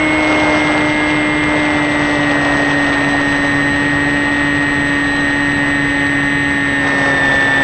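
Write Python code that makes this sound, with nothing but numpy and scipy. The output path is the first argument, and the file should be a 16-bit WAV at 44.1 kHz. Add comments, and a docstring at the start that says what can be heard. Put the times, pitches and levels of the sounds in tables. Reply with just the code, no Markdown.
"""A propeller's hum, close up and slowly sinking in pitch, with a thin whine and gusty air around it.
The microphone rides on the body of a small model plane in flight, so every source is heard throughout.
The two-blade propeller hums on multiples of the shaft speed, the motor's magnets whine through the mount,
the speed controller's switching tone beats with the passing poles, and the slipstream rushes over
the microphone."""
import sys
import numpy as np
from scipy import signal
from scipy.fft import rfft, irfft, next_fast_len
from scipy.io import wavfile

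SR = 44100
rng = np.random.default_rng(int(sys.argv[2]) if len(sys.argv) > 2 else 0)


def to_wav(sig):
    """Store sig (one row per channel, or 1-D mono) as 16-bit WAV at the path in sys.argv[1].

    Samples outside -1..1 are clipped; the rate is SR.
    """
    pcm = np.clip(np.atleast_2d(sig), -1, 1) * 32767
    pcm = np.round(pcm).astype(np.int16)
    wavfile.write(sys.argv[1], SR, pcm.T)  # frames by channels


N = 336483

# shaft speed in flight: (time [s], speed [turns/s])
SHAFT_SPEED = [(0.0, 154.54), (0.2, 154.12), (0.54, 151.71), (0.62, 151.65), (0.72, 150.55), (1.12, 150.9),
               (1.26, 150.24), (1.42, 150.36), (1.64, 149.9), (1.78, 148.36), (2.2, 146.18), (2.44, 144.03),
               (2.7, 143.71), (3.02, 142.13), (3.18, 143.05), (3.42, 142.23), (3.7, 142.55), (3.86, 143.73),
               (4.7, 143.84), (4.82, 143.0), (5.24, 142.69), (5.32, 143.04), (5.74, 142.7), (5.86, 141.86),
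               (6.46, 141.93), (6.62, 140.9), (7.0, 139.59), (7.1, 138.59), (7.38, 137.21), (7.62, 137.45)]
# gusts at the plane, above calm air: (time [s], level [dB])
GUST_STRENGTH = [(0.0, 9.5), (0.42, 17), (0.85, 13), (1.1, 10.5), (1.42, 7), (1.56, 12), (1.92, 10),
                 (2.1, 13), (2.85, 13), (3.25, 10), (3.55, 9), (4.0, 6), (4.35, 7.5), (4.65, 5.5),
                 (5.3, 5.5), (5.6, 5), (6.4, 2), (6.8, 4), (6.85, 11.5), (7.1, 14), (7.21, 9), (7.29, 13.5),
                 (7.38, 10.5), (7.63, 12)]
# main propeller tones: (shaft multiple, level in calm cruise [dB], change above cruise [dB per turn/s],
# change below cruise [dB per turn/s], change with gusts [dB per dB], waver [dB])
PROPELLER_TONES = [(1, -31, -0.47, -1, 0.1938, 2.0), (2, -19.5, 0.13, -0.97, 0.0525, 0.1),
                   (4, -38, 0.32, 0.23, 0.7442, 1.5), (6, -33, 0.3, 0.4, -0.1035, 1.5)]
# the tone of the motor's twelve slots: one row, same columns
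SLOT_TONE = (12, -27, -0.5, -0.7, -0.2155, 0.6)
# weaker tones of blades (even) and frame (odd): (shaft multiple, level in calm cruise [dB])
OVERTONE_LEVELS = [(3, -49.5), (5, -46), (8, -35.5), (10, -40.5), (11, -45), (15, -46), (16, -37.5),
                   (18, -37), (19, -49), (20, -38.5), (21, -52), (22, -43.5), (24, -45), (26, -48)]
# how those overtones respond: the last four columns of PROPELLER_TONES
BLADE_RESPONSE, FRAME_RESPONSE = (0.21, -0.42, -0.2, 0.97), (0.44, 0.01, 0.01, 1.1)
# magnetic pull of slots and poles: (shaft multiple, level before the mount [dB], lag through it [rad])
MAGNET_PULL = [(13, 0.5, 2.33), (14, 0.5, 3.32)]
# what the motor mount passes on to the microphone: (frequency [Hz], gain [dB])
MOUNT_RESPONSE = [(1740, -15), (1790, -15), (1830, -19.5), (1870, -19), (1930, -24), (1995, -29),
                  (2030, -27), (2080, -24), (2130, -20), (2200, -19)]
# switching mixed with the pole rate; multiples are rounded in use:
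# (switching multiple, pole rate multiple, level before the stator [dB])
SWITCHING_BEATS = [(1, -3, -1.5), (-1, 6, -1), (2, -5.5, -9.5), (-2, 7.5, -11.5), (0, 3, -0.5), (0, 2, -8),
                   (1, -4, -6)]
# what the stator radiates of its switched currents: (frequency [Hz], gain [dB])
STATOR_RESPONSE = [(1450, -36.5), (1660, -27), (1920, -40), (2040, -26), (2230, -33.5), (3000, -41.5),
                   (3550, -31), (3900, -44), (3980, -39), (3996, -39.5), (4008, -41.5), (4060, -43),
                   (4300, -52.5), (4680, -48), (5100, -64), (5950, -50), (6400, -66)]
# steady flow over the body: (frequency [Hz], relative level [dB])
RUSH_SPECTRUM = [(15, -9), (40, -2.5), (70, 3.5), (200, 2), (400, -2.5), (800, -10), (1300, -7),
                 (1800, -2.5), (2600, -9), (3500, -12.5), (4300, -23), (5500, -37), (6300, -37.5),
                 (6900, -58.5)]
# gusts on the microphone: (frequency [Hz], relative level [dB])
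GUST_SPECTRUM = [(120, -33), (250, -5), (450, 0.5), (800, 2), (1100, -1), (1600, -5), (2500, -23.5)]
# sizzle right at the microphone's edge: (frequency [Hz], relative level [dB])
SIZZLE_SPECTRUM = [(1500, -18), (2400, 3), (3500, -1), (4500, -8.5), (5500, -18), (6500, -7), (7000, -5.5),
                   (7500, -17.5)]

CRUISE_TURNS_PER_S, POLES = 142, 14
SWITCH_HZ, SWITCH_DB = 7994.8, -41.5
RUSH_DB, GUST_DB, SIZZLE_DB = -23, -33.5, -43   # in calm air, before the air noise's top treble is cut
AIR_TOP_HZ, TREBLE_TOP_HZ = 7800, 10384
OVERLOAD = 0.7   # amplitude at which the input stage flattens


def from_db(db):
    """Amplitude gain of a level in dB."""
    return 10 ** (np.asarray(db) / 20)


def unit_rms(x):
    """Scale to rms 1."""
    return x / np.sqrt(np.mean(x ** 2) + 1e-20)


def in_time(curve):
    """A (time, value) curve, one value a sample."""
    times, values = np.transpose(curve)
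    return np.interp(np.arange(N) / SR, times, values)


def at_hz(spectrum, hz):
    """Read a spectrum's dB on a log-frequency axis."""
    frequencies, levels = np.transpose(spectrum)
    return np.interp(np.log(hz), np.log(frequencies), levels)


def drift(rate_hz):
    """Random wander of spread 1: noise at every 40th sample through a double one-pole low-pass."""
    pole = np.exp(-80 * np.pi * rate_hz / SR)
    wander = signal.lfilter([1], [1, -2 * pole, pole * pole], rng.standard_normal(N // 40 + 2002))[2000:]
    return np.interp(np.arange(N) / 40, np.arange(len(wander)), unit_rms(wander))


def tone(phase, level_db, waver_db):
    """A cosine whose strength wavers around the given rms level."""
    return np.sqrt(2) * from_db(level_db + waver_db * drift(13)) * np.cos(phase)


def propeller(angle, speed, gust_db):
    """Imbalance once a turn, a pressure pulse from each of two blades, the slot tone and overtones."""
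    above_cruise = np.maximum(speed - CRUISE_TURNS_PER_S, 0)
    below_cruise = np.maximum(CRUISE_TURNS_PER_S - speed, 0)

    def harmonic(multiple, cruise_db, per_faster, per_slower, per_gust, waver_db, lag=0):
        """One shaft multiple; its level follows the speed and the gusts that load the blades."""
        level_db = cruise_db + per_faster * above_cruise + per_slower * below_cruise + per_gust * gust_db
        return tone(round(multiple) * angle - lag, level_db, waver_db)

    overtones = 0
    for multiple, db in OVERTONE_LEVELS:
        response = FRAME_RESPONSE if round(multiple) % 2 else BLADE_RESPONSE
        overtones += harmonic(multiple, db, *response)
    hum = sum(harmonic(*row) for row in PROPELLER_TONES)
    slots = harmonic(*SLOT_TONE, lag=MAGNET_PULL[0][2])
    return hum + slots + overtones


def motor(angle, speed):
    """The magnets' whine lags through the mount and swells as it slides onto a resonance there."""
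    whine = 0
    for multiple, db, lag in MAGNET_PULL:
        mount_db = at_hz(MOUNT_RESPONSE, round(multiple) * speed)
        whine += tone(round(multiple) * angle - lag, db + mount_db, waver_db=0.21)
    return whine


def controller(angle, speed):
    """Steady switching, and its sums and differences with the pole rate; some glide against the speed."""
    switch_phase = 2 * np.pi * SWITCH_HZ * np.arange(N) / SR
    whistle = tone(switch_phase, SWITCH_DB + 1.34 * drift(56), waver_db=0.13)
    for switch_multiple, pole_multiple, db in SWITCHING_BEATS:
        per_switch, per_turn = round(switch_multiple), POLES * round(pole_multiple)
        beat_hz = abs(per_switch * SWITCH_HZ + per_turn * speed)
        beat_phase = per_switch * switch_phase + per_turn * angle
        whistle += tone(beat_phase, db + at_hz(STATOR_RESPONSE, beat_hz), waver_db=1.2)
    return whistle


def turbulence(spectrum, flicker_db):
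    """Air noise of a given colour, split into nine octaves that flicker partly together; rms 1."""
    size = next_fast_len(N)
    hz = np.arange(size // 2 + 1) * SR / size + 1e-3
    coloured = rfft(rng.standard_normal(size)) * from_db(at_hz(spectrum, hz))
    air, together = 0, drift(42)
    for centre in np.log2(22) + np.arange(9):
        share = np.cos(np.pi / 2 * np.clip(np.log2(hz) - centre, -1, 1)) ** 2
        flicker = from_db(flicker_db * (0.45 * together + drift(12)))
        air += flicker * irfft(coloured * share, size)[:N]
    return unit_rms(air)


def slipstream(angle, gust_db):
    """Air right on the microphone: steady rush, gusts, and a sizzle that eddies make spiky."""
    blade_push = 1 + 0.29 * np.cos(2 * angle)
    rush = from_db(RUSH_DB) * turbulence(RUSH_SPECTRUM, flicker_db=0.14) * blade_push
    gusts = from_db(GUST_DB + gust_db) * turbulence(GUST_SPECTRUM, flicker_db=1.44)
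    eddies = unit_rms(from_db(5.8 * drift(260)))
    sizzle_gain = from_db(SIZZLE_DB + 0.89 * gust_db)   # follows most of each gust's swing
    sizzle = sizzle_gain * eddies * turbulence(SIZZLE_SPECTRUM, flicker_db=1.3) * blade_push
    air_low_pass = signal.cheby2(10, 60, AIR_TOP_HZ, fs=SR, output="sos")
    return signal.sosfilt(air_low_pass, rush + gusts + sizzle)


def scene():
    """Mono, from the plane's body: all sources share one shaft, whose speed trembles slightly."""
    speed, gust_db = in_time(SHAFT_SPEED), in_time(GUST_STRENGTH)
    angle = 2 * np.pi * np.cumsum(speed + 0.0419 * drift(9.3)) / SR
    drive = propeller(angle, speed, gust_db) + motor(angle, speed) + controller(angle, speed)
    return (drive + slipstream(angle, gust_db))[None]


def record(dry):
    """The microphone's input stage flattens only the highest peaks; the top of the treble is cut."""
    flattened = dry / (1 + (dry / OVERLOAD) ** 6) ** (1 / 6)
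    low_pass = signal.cheby2(12, 70, TREBLE_TOP_HZ, fs=SR, output="sos")
    return signal.sosfilt(low_pass, flattened)


dry = scene()
out = record(dry)
to_wav(out)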